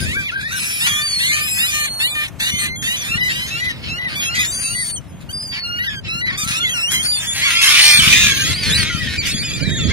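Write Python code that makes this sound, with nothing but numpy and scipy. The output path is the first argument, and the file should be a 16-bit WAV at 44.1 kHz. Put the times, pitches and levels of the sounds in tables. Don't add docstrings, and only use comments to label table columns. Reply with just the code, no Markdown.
import sys
import numpy as np
from scipy import signal
from scipy.fft import rfft, irfft, next_fast_len
from scipy.io import wavfile
from scipy.ndimage import uniform_filter1d, minimum_filter1d

SR = 44100
rng = np.random.default_rng(int(sys.argv[2]) if len(sys.argv) > 2 else 0)


def transcribe(signal):
    frames = np.atleast_2d(signal).T
    limited = np.clip(frames, -1, 1)
    pcm = np.round(limited * 32767).astype(np.int16)
    wavfile.write(sys.argv[1], SR, pcm)


def field_ratio(decibels):
    return 10 ** (np.asarray(decibels, dtype=float) / 20)


N = 437472

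# t/s, left delay/samples
BEARING = [(0, 9), (6.3, 10), (7, 6), (8, 0), (9, 2)]
# t/s, level/dB
TIRING = [(7.9, 4.5), (8.3, 0.5), (8.31, 2)]
NOTE_FALL_DB = 9.5
NASAL_BEAK_DB = -18.5


def evened(x):
    return x / np.sqrt(np.mean(x ** 2) + 1e-20)


def coloured(x, points):
    size = next_fast_len(N)
    f, db = np.transpose(points)
    log_hz = np.log(np.fft.rfftfreq(size, 1 / SR) + 1)
    gain = field_ratio(np.interp(log_hz, np.log(f), db, left=-90, right=-90))
    return evened(irfft(rfft(x, size) * gain, size)[..., :N])


def wander(shape, span):
    span = max(int(span), 2)
    noise = rng.standard_normal(shape)
    return uniform_filter1d(uniform_filter1d(noise, span), span) * np.sqrt(1.5 * span)


def along(rows, column):
    rows = np.array(rows)
    return np.interp(np.arange(N) / SR, rows[:, 0], rows[:, column])


def surf():
    # f/Hz, level/dB
    surf_colour = [(500, -2), (900, -4), (3000, -13), (4500, -23.5), (15500, -26.5)]
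    near, apart = rng.standard_normal(N), rng.standard_normal((2, N))
    level = field_ratio(-47 + 2.0 * wander(N, 28500))
    return level * coloured(near + .5 * apart, surf_colour)


def wind():
    # t/s, level/dB
    wind_level = [(0.0, -24), (0.33, -39.5), (2.37, -39), (2.57, -34), (2.6, -36.5), (3.5, -34.5),
                  (4.2, -35.5), (5.6, -38.5), (6.1, -35.5), (6.6, -38), (7.93, -39), (8.01, -27),
                  (9.59, -28), (9.92, -19)]
    # f/Hz, level/dB
    wind_colour = [(18, -19.5), (40, -12), (80, -1.5), (140, -1.5), (250, -10), (700, -28)]
    # t/s, half the left-right difference/dB
    wind_side = [(0, 1), (9.4, 1.25), (9.7, -2)]
    # t/s, peak level/dB, left-right difference/dB
    thumps = [
        (3.151, -10, 18),
        (7.986, -7, -28.5),
        (8.787, -8, 22.5),
              (2.534, -12.5, 24.5),
        (6.43, -15.5, 11.7),
        (6.459, -14, 17.4),
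        (6.502, -16.5, 11.47),
              (8.069, -8.5, 8),
        (8.157, -12, -15),
        (8.63, -24, -15.5),
        (8.789, -18.5, 12),
        (8.943, -7, 25.5),
        (9.343, -13.5, 3.5),
    ]
    lumps = field_ratio(2.5 * wander((2, N), 900) + 1.2 * wander((2, N), 5000))
    out = rng.standard_normal((2, N)) * lumps
    out = out + .08 * out[::-1]
    side_db = along(wind_side, 1) * np.array([[1], [-1]])
    out = coloured(out, wind_colour) * field_ratio(along(wind_level, 1) + 2.5 + side_db)
    u = np.arange(-800, 800) / SR * 450
    pressure_pulse = (1 - 2 * u ** 2) * np.exp(-u ** 2)
    for s, db, pan_db in thumps:
        port_gain = np.minimum(field_ratio(np.array([[pan_db], [-pan_db]])), 1)
        start = round((s + .007) * SR) - 800
        out[:, start:][:, :1600] += field_ratio(db) * pressure_pulse * port_gain
    return out


def held(column, blur=800):
    # t/s, length/s, level/dB, treble
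    # over body/dB
    chatter = [(0.0, 0.51, -32.5, -12), (0.512, 1.29, -29, -4), (1.895, 0.4, -40, -1),
               (2.819, 0.94, -31, -8), (3.725, 0.13, -45, -47.5), (3.834, 0.62, -33, -38.5),
               (4.341, 0.58, -34.5, 3.5), (5.522, 0.44, -34, -35), (6.047, 0.32, -34, -42.5),
               (5.204, 0.032, -49, -3), (5.29, .23, -48, 9), (6.37, 0.092, -34.5, 6),
               (6.47, .95, -31, -1.5), (7.355, .3, -24, -7.5), (7.614, .6, -17.5, -2.5),
               (8.103, .25, -18, -0.5), (8.306, .95, -27.5, -13.5), (9.188, 0.74, -30, -12)]
    squawks = [(0.0, 0.219, -30, -5.5), (0.805, 0.223, -24.5, -3), (0.86, 0.029, -18, -6.5),
               (1.194, 0.2184, -25, -3.5), (1.572, 0.097, -24.5, -5), (1.724, 0.1467, -28.5, 2.5),
               (1.996, 0.0417, -22, -15), (2.147, 0.111, -27, -10.5), (2.393, 0.119, -24.5, -7),
               (2.577, 0.103, -29, 0.5), (2.818, 0.164, -28.5, -5.5), (3.052, 0.0744, -29.5, -4),
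               (3.288, 0.0382, -23.5, -11.5), (5.424, .012, -32.5, 1), (3.448, 0.0608, -31.5, -7),
               (3.83, 0.0604, -34, -48.5), (4.045, 0.1724, -32, -18), (4.206, 0.0635, -26.5, -10),
               (4.35, 0.1177, -26, -4.5), (4.599, 0.0667, -30.5, -0.5), (5.518, 0.087, -30, -19),
               (6.039, 0.027, -35.5, -47.5), (6.265, 0.048, -26.5, -28), (6.466, 0.12, -26.5, -5.5),
               (6.911, 0.0515, -27.5, 5), (7.048, 0.0304, -23, -8.5), (7.095, 0.106, -28, -11.5),
               (8.305, 0.2367, -23.5, -6), (8.628, 0.217, -22.5, -8), (9.256, 0.0632, -26.5, 0.5),
               (9.716, 0.172, -35.5, -35.5), (9.901, 0.033, -25, -29)]
    lull = (12, 0, -63.5, -3)
    out = np.full(N, float(lull[column]))
    for row in chatter + squawks:
        out[round(row[0] * SR):round((row[0] + row[1]) * SR)] = row[column]
    return uniform_filter1d(out, int(blur), mode="nearest")


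def patchy(x, depth_db=3.5):
    z = signal.stft(x, nperseg=512)[2]
    patches = evened(wander(z.shape[1:], 12))
    patches = evened(uniform_filter1d(patches, 6, axis=0))
    out = signal.istft(z * field_ratio(depth_db * patches), nperseg=512)[1][:, :N]
    return out / field_ratio(depth_db ** 2 / 8.7)


def rasp():
    pulse_rates = [252.56, 290.32, 505.86]
    # f/Hz, level/dB
    throat_body = [(600, -30.5), (1300, -18), (1800, -7.5), (2400, -7), (3500, -12.5), (4500, -14),
                   (5500, -15)]
    # f/Hz, level/dB
    throat_treble = [(5200, -15.5), (6100, 2.5), (6900, -2), (7900, -8), (9500, -3.5), (12000, -8.5),
                     (13000, -18), (16000, -16.5)]
    # f/Hz, level/dB
    full_stretch = [(2600, -22.5), (3300, -1), (4000, 1), (5000, -17.5), (5800, -10)]
    # t/s, level over the body/dB
    stretching = [(7.55, -53), (7.7, -7.5), (8.3, -6.5), (8.8, -17), (9.0, -37.5)]
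    drive = np.zeros((2, N))
    since = np.arange(N) / SR - held(column=0, blur=1)
    for hz, spread in zip(pulse_rates, (0, -3, 2)):
        climb = .25 * np.tanh(since / .1)
        jitter = .06 * wander(N, 4000) + .035 * wander(N, 90)
        turns = np.cumsum(hz * (1 + climb + jitter)) / SR
        pulses = np.diff(np.floor(turns), prepend=0) * field_ratio(2.0 * rng.standard_normal(N))
        puffs = np.exp(-(turns % 1) / 2.6) * rng.standard_normal(N)
        bird = (evened(pulses) + .15 * evened(puffs)) * field_ratio(7.0 * wander(N, 5000))
        late = np.clip(np.arange(N) - along(BEARING, 1) - spread, 0, N - 1)
        drive += [bird[late.astype(int)], bird]
    drive = irfft(rfft(drive) * np.exp(-400j * np.fft.rfftfreq(N) ** 2 * np.pi), N)
    drive /= np.sqrt(uniform_filter1d(drive[1] ** 2, 1500) + 1e-3)
    drive = patchy(drive + .2 * rng.standard_normal((2, N)))
    body = coloured(drive, throat_body)
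    treble = coloured(drive, throat_treble) * field_ratio(held(column=3))
    strain = coloured(drive, full_stretch) * field_ratio(along(stretching, 1))
    return field_ratio(held(column=2) + along(TIRING, 1)) * (body + treble + strain)


def syrinx_tone(mix, rows, db, throat_hz, fall_db, delay, waver=0.00507, flutter_db=2.0, beak_db=-31,
                notch_db=0, swell_db=2.61, hoarse=0):
    # first t/s, last t/s
    scream_span = (7.5, 8.4)
    s, hz = np.transpose(rows)
    t = np.arange(s[0] - .006, s[-1] + 0.0075, 1 / SR)
    hz = uniform_filter1d(np.interp(t, s, hz), min(len(t) // 4, 400), mode="nearest")
    fighting = s[0] > 8.9
    hz *= 1 + waver * wander(len(t), 260) + fighting * .004 * wander(len(t), 600)
    hoarse = max(hoarse, scream_span[0] < s[0] < scream_span[1])
    hz *= 1 + hoarse * .009 * wander(len(t), 110)
    k = np.arange(1, min(int(15500 / hz.max()), 20) + 1)[:, None]
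    octaves = np.log2(k * hz / throat_hz)
    slope_db = -fall_db * np.where(octaves > 0, octaves, -1.3 * octaves)
    air_db = 2.0 * np.maximum(k * hz / 1000 - 10, 0)
    shape = field_ratio(slope_db - 4.32 * octaves ** 2 - air_db)
    beak_peak_db = beak_db - (s[0] > 8.85) * 14.7
    shape = shape + shape.max(0) * field_ratio(beak_peak_db - 12.4 * np.log2(k * hz / 10800) ** 2)
    shape = shape * field_ratio(notch_db * np.exp(-((k * hz - 5700) / 900) ** 2))
    flutter = field_ratio(flutter_db * wander((len(k), len(t)), 500))
    shape = shape / np.sqrt((shape ** 2).sum(0) / 2) * flutter
    middle = 2 * (t - t[0]) / (t[-1] - t[0]) - 1
    fade = np.clip(np.minimum(t - t[0], t[-1] - t) / 0.00682, 0, 1)
    level = field_ratio(db - swell_db * middle ** 2) * fade
    level = level * field_ratio(fighting * 2 * wander(len(t), 700) + hoarse * 3.5 * wander(len(t), 150))
    turns = np.cumsum(hz) / SR
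    for port, late in zip(mix, (delay, 0)):
        phase = 2 * np.pi * k * (turns - hz * (late % 1) / SR) + k ** 2
        tone = level * (shape * np.sin(phase)).sum(0)
        part = port[max(round(t[0] * SR) + int(late // 1), 0):][:len(t)]
        part += tone[:len(part)]


def brawl(count=200):
    mix = np.zeros((2, N))
    for when, pitch, bend, length, place, db in rng.random((count, 6)):
        s, hz = 9.8 * (1 - when ** 2.4), 1000 * 2.6 ** pitch
        end = s + .07 + .1 * length
        arch = [(s, hz * (1 - .15 * bend)), (s + .03, hz), (end - .03, hz * 1.03), (end, hz * .9)]
        syrinx_tone(mix, arch, 5.0 * db, 2600 + 700 * bend, 9.0, 14 * place - 2,
                    waver=0.0135, flutter_db=4, beak_db=-45)
    return field_ratio(held(column=2, blur=1500) + along(TIRING, 1) - 11.5) * mix


def short_notes(mix):
    # t/s, length/s, first f/Hz, last f/Hz, level/dB
    squeaks = [(0.006, 0.038, 5080, 4860, -29), (1.046, 0.112, 3454, 3302, -31.5),
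               (1.876, 0.083, 3305, 3100, -43), (2.59, 0.06, 4231, 4181, -24.5),
               (4.087, 0.112, 4663, 4869, -43), (6.57, 0.019, 3715, 3625, -22.5),
               (6.541, 0.0462, 2500, 2836, -24), (7.553, 0.117, 2386, 2658, -21.5),
               (8.854, 0.1122, 3151, 3126, -33), (9.181, 0.0385, 2425, 2224, -22.5),
               (9.267, 0.063, 2412, 2688, -28.5), (9.707, 0.168, 3302, 3468, -31.5),
               (2.509, 0.092, 2889, 3172, -24.5), (2.761, 0.168, 3367, 3063, -29.5),
               (4.2, 0.087, 3297, 3246, -23.5), (4.962, 0.0223, 3306, 2942, -29.5),
               (6.75, 0.0807, 4231, 3930, -33), (7.271, 0.0648, 3400, 3518, -20.5),
               (7.353, 0.233, 3370, 3211, -27.5), (9.284, 0.043, 3540, 3806, -28.5),
               (9.342, 0.0445, 3386, 3374, -26.5), (1.237, 0.0295, 3750, 3940, -32),
               (1.265, .04, 3450, 3600, -24.5), (1.239, 0.027, 2870, 2926, -37),
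               (0.081, 0.0523, 3690, 3982, -35.5), (5.081, 0.03, 5440, 5070, -53.5),
               (5.098, 0.096, 3137, 3280, -55.5), (9.57, 0.0153, 4737, 4555, -33.5),
               (9.61, 0.0246, 2446, 2232, -24.5), (9.428, 0.0774, 3600, 3380, -28.5),
               (9.536, 0.0294, 3395, 3625, -28)]
    yelps = [(0.432, 0.062, 1655, 1938, -22.5), (0.604, 0.21, 2375, 2381, -28),
             (1.206, 0.127, 1937, 2155, -20), (5.791, 0.0565, 1863, 2015, -22),
             (5.868, 0.028, 1947, 1747, -19), (6.738, 0.0703, 1492, 1337, -34),
             (6.635, 0.064, 2164, 1953, -22.5), (1.13, 0.126, 2150, 2300, -37.5),
             (2.876, 0.016, 2014, 1882, -19.5), (6.422, 0.0802, 1259, 1360, -31.5),
             (7.802, 0.1198, 1830, 1950, -43), (8.03, 0.0802, 1497, 1563, -32.5),
             (8.241, 0.1126, 1706, 1630, -26), (8.365, 0.082, 1634, 1567, -29.5),
             (8.888, 0.02707, 2235, 1906, -28.5), (8.899, .07, 1430, 1362, -31.5),
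             (9.0, 0.0845, 1975, 1820, -28.5), (9.069, 0.032, 2388, 2498, -36.5),
             (9.123, 0.0352, 1802, 1562, -30.5), (9.6, 0.099, 2395, 2353, -34.5),
             (9.897, 0.031, 2025, 2246, -24), (6.925, 0.0874, 2000, 2174, -28)]
    barks = [(0.756, 0.15, 1320, 1330, -52.5), (3.209, 0.074, 994, 982.7, -23.5),
             (3.319, 0.146, 917.3, 1039, -24.5), (4.156, 0.0507, 1147, 1188, -23.5),
             (4.391, 0.029, 1187, 1259, -17.5), (5.294, 0.0205, 1444, 1608, -29.5),
             (5.519, 0.059, 332.4, 403, -36.5), (5.78, 0.089, 1431, 1460, -30.5),
             (6.631, 0.095, 696, 641, -31.5), (6.938, 0.0454, 1009, 1020, -19.5),
             (8.55, 0.044, 1291, 1006, -30)]
    notes = [(row, 1.371 * row[2], -28) for row in squeaks]
    notes += [(row, row[2], -36) for row in yelps]
    notes += [(row, 2554, NASAL_BEAK_DB) for row in barks]
    for (s, length, first, last, db), throat_hz, beak_db in notes:
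        glide = [(s, first), (s + length / 2, first + .6 * (last - first)), (s + length, last)]
        delay = np.interp(s, *np.transpose(BEARING))
        syrinx_tone(mix, glide, db, throat_hz, NOTE_FALL_DB, delay, beak_db=beak_db)


def hoots(mix):
    # t/s, length/s, f/Hz, level/dB
    hoot_rows = [
        (0.0, 0.047, 1571, -28),
        (0.15, 0.076, 1587, -22.5),
        (0.321, .095, 1577, -21),
        (0.509, 0.0814, 1546, -23),
    ]
    for s, length, hz, db in hoot_rows:
        scoop = 0.14 * (s > .1)
        arch = [(s, hz * (1 - scoop)), (s + .25 * length, hz), (s + .8 * length, hz), (s + length, .94 * hz)]
        syrinx_tone(mix, arch, db, hz, 16.0, 8, beak_db=-36, swell_db=13, hoarse=.4)


def broken_calls(mix):
    # t/s, climb/s, break/s, level/dB, left delay/samples
    yodels = [
        (3.087, 0.089, 0.1423, -23, 12.9),
        (3.508, 0.0938, 0.1117, -24.5, 14.11),
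        (3.886, 0.0992, 0.1012, -26.5, 14.12),
        (4.259, 0.0836, 0.1104, -23.5, 13.46),
        (4.641, 0.11, 0.083, -28.5, 14.04),
        (6.085, 0.1295, 0.0951, -23.5, 9.82),
    ]
    # first f/Hz, middle f/Hz, last f/Hz, throat centre f/Hz, level/dB
    yodel_parts = [
        (1300, 1390, 1455, 2500, 0.1),
        (1960, 2020, 1830, 1800, 3.5),
    ]
    # t/s, climb/s, hold/s, drop/s, level/dB
    croaks = [
        (0.808, 0.0596, 0.042, 0.15, -27),
        (1.201, 0.0576, 0.0578, 0.147, -27),
        (1.588, 0.0786, 0.0645, 0.1288, -25),
        (2.004, 0.0715, 0.0769, 0.0865, -24.5),
        (2.404, .098, .115, 0.046, -27),
        (2.839, 0.1193, 0.184, 0.0146, -29),
    ]
    croak_parts = [
        (870, 968, 1010, 3000, 8),
        (1160, 1197, 1210, 3000, 0),
        (605, 600, 596, 2050, 3),
        (596, 545, 500, 2700, -1),
    ]
    broken = [(s, lengths, db, delay, yodel_parts, -34, 0) for s, *lengths, db, delay in yodels]
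    broken += [(s, lengths + [0.028], db, 7.986, croak_parts, NASAL_BEAK_DB, -35)
               for s, *lengths, db in croaks]
    for s, lengths, db, delay, parts, beak_db, notch_db in broken:
        ends = s + np.cumsum(lengths)
        for end, length, (first, middle, last, throat_hz, part_db) in zip(ends, lengths, parts):
            glide = [(end - length, first), (end - 0.28 * length, middle), (end, last)]
            syrinx_tone(mix, glide, db + part_db, throat_hz, 7.5, delay, beak_db=beak_db, notch_db=notch_db)


def bent_cries(mix):
    # t/s, length/s, middle f/Hz, bend of the start/ratio, bend of the end/ratio
    bends = [(2.519, 0.2437, 2002, 0.069, 0.0544), (4.405, 0.1035, 3498, -0.053, 0.0743),
             (5.638, 0.1526, 1418, -0.015, 0.0243), (5.842, 0.1534, 1720, -0.088, -0.097),
             (6.529, 0.118, 1355, -0.091, 0.08), (6.609, 0.0736, 3327, 0.054, 0.079),
             (7.122, 0.0937, 3511, 0.037, 0.029), (7.467, 0.1576, 1368, 0.044, -0.0047),
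             (7.977, 0.0444, 3070, 0.379, -0.0065), (8.304, 0.1463, 3208, 0.014, 0.024),
             (8.709, 0.0584, 3801, -0.15, 0.073), (9.778, 0.057, 2050, -0.00035, -0.12),
             (7.418, 0.076, 1161, -0.146, -0.078), (2.967, 0.058, 6447, -0.064, -0.103)]
    # level/dB, throat centre f/Hz, left delay/samples
    bent_voices = [(-25.5, 2350, 7), (-23, 5870, -2), (-25, 2287, 12), (-28, 2330, 6), (-25, 2050, 11.5),
                   (-20, 2540, 8), (-24.5, 4600, -2.5), (-23, 2206, 6.5), (-17.5, 2700, 16.5),
                   (-24.5, 5020, 8), (-16, 3140, -1), (-32.5, 2000, 5.5), (-16, 2440, 7),
                   (-27.5, 6100, 9.5)]
    for (s, length, hz, first, last), (db, throat_hz, delay) in zip(bends, bent_voices):
        curve = [(s, hz * (1 + first)), (s + length / 2, hz), (s + length, hz * (1 + last))]
        syrinx_tone(mix, curve, db, throat_hz, NOTE_FALL_DB, delay)


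def wails(mix):
    # t/s, f/Hz
    cries = [
        [(0.06, 830), (0.125, 970), (0.135, 1102), (0.2, 1187), (0.275, 1168), (0.305, 829)],
        [(1.02, 4555), (1.06, 4668), (1.13, 4487), (1.16, 4293), (1.25, 4341), (1.3, 4196), (1.33, 4010)],
        [(1.41, 2387), (1.47, 2559), (1.57, 2554), (1.6, 2517), (1.66, 2552), (1.71, 2405)],
        [(1.747, 4220), (2.043, 4317), (2.084, 4271), (2.119, 3896)],
        [(4.515, 4725), (4.56, 4727), (4.79, 4544), (4.92, 4504), (4.965, 4242)],
        [(5.33, 4600), (5.345, 4823), (5.39, 4788), (5.41, 5009), (5.45, 4946)],
        [(6.695, 3147), (6.725, 3312), (6.745, 2867), (6.8, 2641), (6.87, 2840), (6.915, 3323), (6.99, 3132),
         (7.03, 3244)],
        [(7.03, 4391), (7.07, 4604), (7.15, 4737), (7.19, 4253)],
        [(7.555, 1049), (7.6, 1135), (7.67, 1016), (7.715, 1155), (7.92, 1200), (8.05, 1142), (8.13, 1187),
         (8.22, 1243), (8.33, 1097)],
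        [(8.44, 3300), (8.53, 3469), (8.56, 4723), (8.6, 4917), (8.65, 4407), (8.71, 4108)],
        [(8.7, 3332), (8.74, 3887), (8.765, 4767), (8.8, 4528), (8.835, 4210)],
        [(0.56, 2750), (0.62, 2593), (0.68, 2692), (0.78, 2704), (0.86, 2552)],
        [(7.815, 4413), (7.9, 4239), (7.95, 4412), (7.98, 4350), (8.0, 3944)],
    ]
    more_cries = [
        [(9.31, 4470), (9.335, 4349), (9.365, 4780), (9.39, 4819), (9.41, 4480), (9.44, 4630)],
        [(9.38, 2073), (9.43, 2430), (9.46, 2498), (9.5, 2309), (9.525, 2450), (9.55, 2433), (9.565, 2333),
         (9.585, 2377)],
        [(9.6, 1421), (9.645, 1649), (9.67, 2075), (9.7, 1499), (9.73, 1971), (9.755, 1727), (9.775, 1885),
         (9.79, 1390), (9.85, 1255)],
        [(9.63, 4062), (9.66, 3980), (9.68, 3774), (9.74, 3762), (9.83, 3520), (9.85, 3190), (9.88, 3381),
         (9.92, 3310)],
        [(6.378, 1149), (6.39, 1244), (6.41, 1219), (6.435, 1170)],
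        [(5.455, 4831), (5.5, 4691), (5.64, 4398), (5.675, 4126)],
        [(0.88, 3440), (0.91, 3270), (0.96, 3355), (1.02, 3576)],
        [(7.0, 2923), (7.02, 3130), (7.05, 3466), (7.115, 3530)],
        [(7.635, 3209), (7.7, 2934)],
        [(8.05, 3521), (8.1, 3750), (8.16, 3544), (8.22, 3777), (8.3, 3541)],
    ]
    # level/dB, throat centre f/Hz, fall/dB per octave, left delay/samples
    voices = [(-23, 2220, 17, 7.45), (-21.5, 4340, 1.5, 8.22), (-21, 5000, -4.5, 10.02),
              (-26, 5110, 4, 12.72), (-23.5, 6604, 25.5, 8.72), (-25.5, 5970, 19.5, 7.82),
              (-20.5, 2295, 0.5, 9.35), (-18.5, 6110, 45, 3.18), (-15, 2651, 13, 5.54),
              (-24, 4430, 12, 9.354), (-20.5, 4300, 1.5, 8.58), (-25, 8770, 1, 8.92),
              (-13, 5380, 11, 3.945), (-24.5, 5330, 14, 3.38), (-28, 3480, 10.5, 1.53),
              (-33, 2080, 17.5, 3.9), (-28.5, 4330, 20, 1.88), (-21.5, 3400, -1, 11.24),
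              (-28, 4040, 17.5, 7.88), (-21, 3250, 11.5, 11.9), (-32.5, 8300, 5, 6), (-24, 3100, 12.5, 4.6),
              (-24, 3915, 5, 1.824)]
    for rows, voice in zip(cries + more_cries, voices):
        syrinx_tone(mix, rows, *voice)


def calls():
    mix = np.zeros((2, N))
    for voice in (short_notes, hoots, broken_calls, bent_cries, wails):
        voice(mix)
    return mix


def scene():
    clean, rough = calls(), brawl() + rasp()
    clean_power, rough_power = (uniform_filter1d(x[1] ** 2, 900) + 1e-12 for x in (clean, rough))
    birds = clean + rough * (rough_power / (rough_power + clean_power)) ** .85
    scatter = rng.standard_normal((2, 3000)) * field_ratio(-60 * np.arange(3000) / SR / 0.0802)
    scatter[:, :130] = 0
    echo = signal.oaconvolve(birds, scatter / np.linalg.norm(scatter[0]), axes=1)[:, :N]
    return birds + field_ratio(-14) * echo + wind() + surf()


def roll_off(x):
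    return signal.sosfilt(signal.butter(12, 15670, fs=SR, output="sos"), x)


def record(dry):
    # f/Hz, left-right difference/dB
    port_tilt = [(80, 2.5), (300, -3), (1400, 3.5), (3500, -2.5), (6000, 0.5), (8500, 4.5), (11500, 5.5),
                 (15000, -12)]
    hz, t, z = signal.stft(np.clip(dry, -1, 1), SR, nperseg=1024)
    row_hz = hz[:, None]
    db = 10 * np.log10(uniform_filter1d(abs(z) ** 2, 5, axis=1) + 1e-14)
    loudest_db = -minimum_filter1d(-db, 51, axis=1)
    masked = ((db < loudest_db - 21) | (db < -85)) & (row_hz > 2500)
    band_db = uniform_filter1d(uniform_filter1d(db, size=15, axis=1), size=3, axis=2)
    band_db = band_db - db[:, 30:].max(1, keepdims=True)
    floor_db = np.where(row_hz > 9000, -45, np.where(row_hz > 4800, -34, -99))
    masked |= band_db < floor_db + 4 * (row_hz > 11000) * (t > 8.5)
    valley_db = 3.5 + 2 * (abs(t - 8) < .5)
    masked |= (band_db < uniform_filter1d(band_db, size=61, axis=1) - valley_db) & (row_hz > 2600)
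    tilt_db = np.interp(hz, *np.transpose(port_tilt))[:, None] * np.array([.5, -.5])[:, None, None]
    thinned = np.where(masked, .03 * z, z) * field_ratio(tilt_db)
    kept = signal.istft(thinned, SR, nperseg=1024)[1][:, :N]
    return roll_off(np.clip(kept, -1, 1))


dry = scene()
out = record(dry)
transcribe(out)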